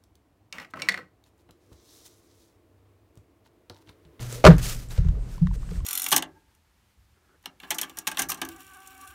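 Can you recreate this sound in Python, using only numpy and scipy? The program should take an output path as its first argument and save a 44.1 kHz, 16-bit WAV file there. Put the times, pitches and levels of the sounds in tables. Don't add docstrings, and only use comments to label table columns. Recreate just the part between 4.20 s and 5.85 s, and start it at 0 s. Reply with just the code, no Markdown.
import sys
import numpy as np
from scipy import signal
from scipy.fft import rfft, irfft
from scipy.io import wavfile

SR = 44100
rng = np.random.default_rng(int(sys.argv[2]) if len(sys.argv) > 2 else 0)


def master(y):
    cut = np.clip(np.atleast_2d(y).T, -1, 1)
    pcm = np.round(cut * 32767)
    wavfile.write(sys.argv[1], SR, pcm.astype(np.int16))


def linear_from_db(decibels):
    return 10 ** (np.asarray(decibels, float) / 20)


N = 72765

# [t/s, level/dB]
HUM_LEVEL = [(0, -41.5), (.08, -30.5), (.16, -45), (.3, -32.5), (.75, -41.5), (1.05, -41), (1.35, -44),
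             (1.65, -40)]
HUM_HZ, HUM_WOBBLE_DB, HUM_SECOND_DB = 120, 4, -21.5
# [f/Hz, level/dB per Hz]
AIR_COLOUR = [(120, -46), (200, -7), (588, -15), (681, -16), (760, -19.5), (3460, -31.5), (6450, -35),
              (15800, -48)]
AIR_DB = -55

# [touch t/s, fullest t/s, leave t/s, level/dB, treble level/dB]
STROKES = [(0, 0.006, 0.24, -44.5, 0.5), (0.087, 0.145, 0.2, -46.5, 4.5), (0.25, 0.26, 0.32, -29, -5.5),
           (0.295, 0.307, 0.42, -45, -3), (0.377, 0.393, 0.4215, -38.5, -5),
           (0.41, 0.445, 0.504, -36.5, 7.5), (0.473, 0.497, .54, -40, 6.5), (0.477, 0.548, 0.56, -43, 5.5),
           (0.539, 0.554, 0.72, -52, 6), (0.686, 0.719, 0.785, -46, 0), (0.736, 0.767, 0.82, -54, -7),
           (0.746, 0.78, 0.8, -51.5, -27), (0.776, 0.775, 0.99, -49.5, -35), (0.822, 0.883, 0.86, -67, -12),
           (0.97, 1.01, 1.2, -79, -5.5), (1.044, 1.134, 1.2, -54.5, 0), (1.14, 1.19, 2.1, -57, -11),
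           (1.33, 1.368, 1.36, -48, 1.5), (1.44, 1.558, 1.61, -53.5, -2.5), (1.643, 1.654, 0.81, -47, 3),
           (0.16, 0.21, 0.27, -50.5, -2.5), (0.54, 0.556, 0.65, -58.5, 3), (1.38, 1.423, 1.457, -63.5, -1)]
# [f/Hz, level/dB per Hz]
SKIN_COLOUR = [(180, -40), (300, -5), (398, 2), (1080, -5.5), (1310, -1), (3110, -5.5), (6450, -4.5),
               (14500, -13), (15800, -7)]
GRAINS_PER_S, GRAIN_SPREAD_DB, GRAIN_SHARE = 1100, 4.0, 0.7
TREBLE_HZ = 5300
# [touch t/s, fullest t/s, leave t/s, level/dB]
PALM_CREEPS = [(0.965, 1.02, 1.12, -66.5), (1.076, 1.12, 0.85, -68.5), (1.293, 1.37, 1.73, -64),
               (1.424, 1.474, 1.51, -68), (1.492, 1.566, 1.63, -63)]
# [f/Hz, level/dB per Hz]
GLOSS_COLOUR = [(5000, -22), (6500, -6.5), (8300, 0.5), (9000, -2.5), (9600, -28)]
# [start t/s, end t/s, level/dB]
CONTENTS_SHIFTS = [
    (0.094, 0.213, -47.5),
    (0.77, 0.812, -54),
    (0.845, 0.86, -60),
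    (0.92, 0.988, -53),
    (1.19, 1.245, -56.5),
]
SHIFT_PANELS_HZ, SHIFT_WIDTH_HZ = (494, 591), 64

# [t/s, level/dB, pitch f/Hz, t60/s,
# snap level/dB]
TICKS = [(.027, -41, 1480, 0.018, -38.5), (0.126, -23, 7400, 0.0046, -38.5),
         (0.3667, -40.5, 6250, 0.011, -54), (.382, -56, 3830, .008, -29.5), (0.416, -43, 1230, 0.031, -47),
         (.687, -42, 7700, 0.011, -49), (0.7075, -36, 3860, .012, -48), (0.7779, -29.5, 495, 0.031, -37),
         (0.873, -47, 1426, 0.014, -45), (.848, -36.5, 400, 0.038, -44.5), (0.789, -4, 129, 0.068, -45),
         (0.886, -36.5, 1100, 0.014, -38.5), (0.951, -46.5, 1200, 0.024, -65),
         (0.969, -39, 436, 0.078, -56.5), (1.149, -41.5, 1360, 0.015, -55.5),
         (1.18, -36, 1020, 0.02, -44.5), (1.221, -43, 930, 0.022, -57), (1.2704, -28, 1830, 0.008, -39.5),
         (1.2714, -44, 2900, 0.005, -51), (1.2707, -30, 1060, 0.012, -58), (1.311, -33.5, 950, 0.015, -60),
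         (1.34, -46, 1480, .012, -54), (1.359, -36.5, 437, 0.045, -60), (1.43, -36.5, 1210, 0.011, -53),
         (1.49, -41, 1650, .012, -46), (1.512, -46, 2380, .008, -41.5), (1.505, -46, 836, 0.019, -66),
         (1.516, -29, 432, 0.03, -56), (1.557, -32.5, 1850, 0.0037, -54), (1.604, -43.5, 1060, 0.042, -48),
         (1.6485, -30, 645, 0.0089, -43)]
# [f/Hz, level/dB per Hz]
CORNER_COLOUR = [(300, -15.5), (1100, 5), (1900, -3), (3500, -6), (7500, -14.5), (9000, -26), (15800, -40)]
TICK_UPPER = 1.85
NAIL_ABOVE_HZ = 3000
TICK_LONGEST_GAP_S = 0.0024

# [t/s, boom level/dB, sway level/dB]
PUSHES = [(0.248, 1.5, -11.5), (.262, -2, -3), (.278, 14, -10.5), (.309, 5, -28), (0.318, -6.5, -32),
          (0.326, -5.5, -48), (.350, -21, -26), (.385, -22, -32), (.783, -15, -11), (0.809, -18.5, -17.5),
          (0.843, -11.5, -25), (.857, -14.5, -13), (0.884, -19, -11), (0.922, -27.5, -22.5),
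          (1.210, -3, -23.5), (1.216, -12, -36), (1.244, -17, -18.5), (1.282, -22.5, -20.5),
          (1.302, -32, -21), (1.324, -34, -27), (1.344, -37, -32), (1.501, -20, -36), (1.553, -26.5, -26),
          (1.577, -52, -24), (1.6, -42, -43), (1.627, -31.5, -26.5), (1.641, -42, -21)]
# [f/Hz, level/dB, t60/s]
DESK_BOOM = [(145.4, -12.5, 0.24), (178.95, -3, 0.18), (132, -10.5, 0.12)]
# [f/Hz, level/dB, t60/s]
DESK_SWAY = [(47.7, -5, 0.5), (64.3, -5.5, 0.21), (81, 0.5, 0.12), (90, -14, 0.081)]
BOOM_SOFT_HZ, SWAY_SOFT_HZ = 255, 92.4
STAND_HZ, STAND_T60_S = 163.1, 0.076
# [t/s, level/dB]
HAND_PRESSURE = [(0, -41.5), (.24, -46), (.3, -16.5), (.45, -30.5), (.55, -33), (.72, -37.5), (.95, -31),
                 (1.05, -36), (1.2, -36.5), (1.4, -29), (1.45, -35.5), (1.57, -30), (1.65, -33)]
# [f/Hz, level/dB per Hz]
RUMBLE_COLOUR = [(18, -3.5), (28, 1.5), (50, -2), (90, -14.5), (170, -13), (230, -27), (400, -34)]

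# [t/s, panel level/dB, slap level/dB, knock level/dB, knock f/Hz]
LANDING = [(0.2407, -15, -8, -17.5, 840), (.2432, -7.5, -4.5, 2, 640), (.2508, -0.5, 11.5, -2, 950),
           (0.2576, -3, 3.5, -1.5, 500), (.2650, -2, 7.5, 4, 1364), (.2680, -2, 0.5, -14.5, 500),
           (0.2723, 0, -1.5, 3, 405), (0.2782, -12.5, -20.5, -6.5, 1020), (.2460, -20, -5, -12, 1470),
           (.2527, -4.5, -2.5, -6.5, 1090), (.2545, -8, -14.5, -9, 700), (.2662, -8, -2, -14, 1090),
           (.2700, -4, 5, -3, 450), (.2745, -11, -5.5, -7.5, 1360), (.2765, -10.5, -9, -6, 1120),
           (.2830, -14, -16, -8, 420)]
# [f/Hz, level/dB, t60/s]
PANELS = [(285, -12, 0.32), (387.5, -8, 0.15), (441.8, -2.5, 0.096), (494, -3.5, 0.03), (609.6, 3, 0.14),
          (700, -6, 0.032), (810, -26.5, 0.11), (950, -11, 0.067), (1200, 2, 0.027), (1500, -6, 0.021),
          (1735, -14, 0.032), (1845, -17, 0.03), (2217, -1, 0.018), (2900, -25, 0.041)]
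# [f/Hz, level/dB per Hz]
SLAP_COLOUR = [(150, -47.5), (250, -5.5), (434, -2), (882, -13), (1220, -8.5), (1920, -17), (5500, -23.5),
               (15500, -49)]
# [f/Hz, level/dB per Hz]
ROOM_COLOUR = [(300, 7.5), (600, 1.5), (1000, -3), (1700, -2), (2400, -14.5), (4000, -18), (8000, -36.5)]
CONTACT_SOFT_HZ, SLAP_RISE_HZ = 5000, 2500
KNOCK_T60_S, SLAP_T60_S, SLAP_DB = 0.013, 0.015, -11.5
ROOM_DB, ROOM_T60_S = -29.5, 0.19

OVERLOAD, KNEE = 0.88, 9.0
LOW_CUT_HZ, TOP_HZ = 20, 16050


def rms_one(x):
    return x / np.sqrt(np.mean(x ** 2) + 1e-20)


def in_time(rows):
    return np.interp(np.arange(N) / SR, *np.transpose(rows))


def drift(rate):
    r = np.exp(-80 * np.pi * rate / SR)
    noise = rng.standard_normal(N // 40 + 2002)
    slow = signal.lfilter([1], [1, -2 * r, r * r], noise)[2000:]
    return np.interp(np.arange(N) / 40, np.arange(len(slow)), rms_one(slow))


def clicks(s, gains):
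    out = np.full(N, 1e-18)
    places = (np.asarray(s) * SR).astype(int)
    np.add.at(out, np.minimum(places, N - 1), gains)
    return out


def ring(x, hz, t60):
    r = linear_from_db(-60 / (t60 * SR))
    w = 2 * np.pi * hz / SR
    return signal.lfilter([0, np.sin(w)], [1, -2 * r * np.cos(w), r * r], x)


def die(x, t60):
    return signal.lfilter([1], [1, -linear_from_db(-60 / (t60 * SR))], x)


def soften(x, hz):
    r = np.exp(-2 * np.pi * hz / SR)
    return signal.lfilter([(1 - r) ** 2], [1, -2 * r, r * r], x)


def colour(x, points):
    hz, db = np.transpose(points)
    f = np.fft.rfftfreq(N, 1 / SR) + 1
    gain = linear_from_db(np.interp(np.log(f), np.log(hz), db, left=-70, right=-70))
    return rms_one(irfft(rfft(x) * gain, N))


def coloured_noise(points):
    return colour(rng.standard_normal(N), points)


def room():
    phase = 2 * np.pi * np.cumsum(HUM_HZ + 2.46 * drift(11.6)) / SR
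    tone = np.sin(phase) + linear_from_db(HUM_SECOND_DB) * np.sin(2 * phase)
    hum = linear_from_db(in_time(HUM_LEVEL) + HUM_WOBBLE_DB * drift(13.6)) * tone
    return hum + linear_from_db(AIR_DB + 3.8 * drift(1.1)) * coloured_noise(AIR_COLOUR)


def stroke_shape(touch, full, leave):
    return in_time([(touch, 0), (full, 1), (leave, 0)])


def hands(grains):
    rough = rng.standard_normal(N) + GRAIN_SHARE * rms_one(grains)
    rub = colour(rough, SKIN_COLOUR) * linear_from_db(1.22 * drift(36))
    dull = soften(rub, TREBLE_HZ)
    hiss = np.zeros(N)
    for touch, full, leave, db, treble_db in STROKES:
        stroke = dull + linear_from_db(treble_db) * (rub - dull)
        hiss += linear_from_db(db) * stroke_shape(touch, full, leave) * stroke
    return hiss


def palm():
    level = sum(linear_from_db(db) * stroke_shape(touch, full, leave) for touch, full, leave, db in PALM_CREEPS)
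    return level * coloured_noise(GLOSS_COLOUR)


def contents(grains):
    level = np.zeros(N)
    for start, end, db in CONTENTS_SHIFTS:
        level += linear_from_db(db) * in_time([(start, 0), (start + 0.026, 1), (end, 1), (end + 0.026, 0)])
    walls = sum(ring(grains + 1e-18, hz, 3.1 / SHIFT_WIDTH_HZ) for hz in SHIFT_PANELS_HZ)
    return level * rms_one(walls)


def handling():
    happens = rng.random(N) < GRAINS_PER_S / SR
    size = linear_from_db(GRAIN_SPREAD_DB * np.minimum(rng.exponential(1, N), 3))
    grains = happens * size * rng.choice([-1, 1], N)
    return hands(grains) + palm() + contents(grains)


def ticks():
    out = np.zeros(N)
    white = rng.standard_normal(N)
    nail, corner = colour(white, SKIN_COLOUR), colour(white, CORNER_COLOUR)
    for s, db, hz, t60, snap_db in TICKS:
        gap = min(1 / hz, TICK_LONGEST_GAP_S) * rng.uniform(0.85, 1.105)
        touches = clicks(s + gap * np.arange(3), linear_from_db(db - 6.5) * np.array([0.6, 1, 0.5]))
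        hit = soften(touches, 3 * hz)
        out += ring(hit, hz, t60)
        out -= 0.42 * ring(hit, min(hz * TICK_UPPER, 15000), t60 * 0.14)
        out += die(clicks([s], linear_from_db(snap_db)), 0.013) * (nail if hz > NAIL_ABOVE_HZ else corner)
    return out


def desk():
    s, boom_db, sway_db = np.transpose(PUSHES)
    boom_push = soften(clicks(s, linear_from_db(boom_db)), BOOM_SOFT_HZ)
    sway_push = soften(clicks(s, linear_from_db(sway_db)), SWAY_SOFT_HZ)
    boom = np.zeros(N)
    for k, (hz, db, t60) in enumerate(DESK_BOOM):
        boom += (-1) ** k * linear_from_db(db) * ring(boom_push, hz, t60)
    boom = ring(boom, STAND_HZ, STAND_T60_S) * 2 * np.log(1000) / (STAND_T60_S * SR)
    sway = sum(linear_from_db(db) * ring(sway_push, hz, t60) for hz, db, t60 in DESK_SWAY)
    rumble = linear_from_db(in_time(HAND_PRESSURE)) * coloured_noise(RUMBLE_COLOUR)
    return boom - sway + rumble


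def landing():
    s, db, slap_db, knock_db, knock_hz = np.transpose(LANDING)
    knocks = np.zeros(N)
    for t, level_db, hz in zip(s, knock_db, knock_hz):
        knocks += ring(soften(clicks([t], linear_from_db(level_db)), CONTACT_SOFT_HZ), hz, KNOCK_T60_S)

    panels = np.zeros(N)
    for hz, level_db, t60 in PANELS:
        chance = rng.standard_normal(len(s))
        gains = linear_from_db(db + level_db - 13.5 + 3.37 * np.abs(chance)) * np.sign(chance)
        panels += ring(clicks(s, gains), hz, t60)
    panels = soften(panels, CONTACT_SOFT_HZ)

    burst = soften(die(clicks(s, linear_from_db(slap_db)), SLAP_T60_S), SLAP_RISE_HZ)
    slap = linear_from_db(SLAP_DB) * burst * coloured_noise(SLAP_COLOUR)
    tail = soften(die(clicks(s, linear_from_db(db)), ROOM_T60_S), 44)
    answer = linear_from_db(ROOM_DB + 3.0 * drift(17)) * tail * coloured_noise(ROOM_COLOUR)
    return panels + knocks + slap + answer


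def scene():
    return (room() + handling() + ticks() + desk() + landing())[None]


def roll_off(x):
    return signal.sosfilt(signal.butter(12, 16020, fs=SR, output="sos"), x)


def record(dry):
    low_cut = signal.butter(2, LOW_CUT_HZ, "high", fs=SR, output="sos")
    heard = signal.sosfilt(low_cut, dry)
    flat = heard / (1 + np.abs(heard / OVERLOAD) ** KNEE) ** (1 / KNEE)
    top_cut = signal.cheby2(10, 50, TOP_HZ + 250, fs=SR, output="sos")
    mix = signal.sosfilt(top_cut, flat)
    return roll_off(mix)


dry = scene()
out = record(dry)
master(out)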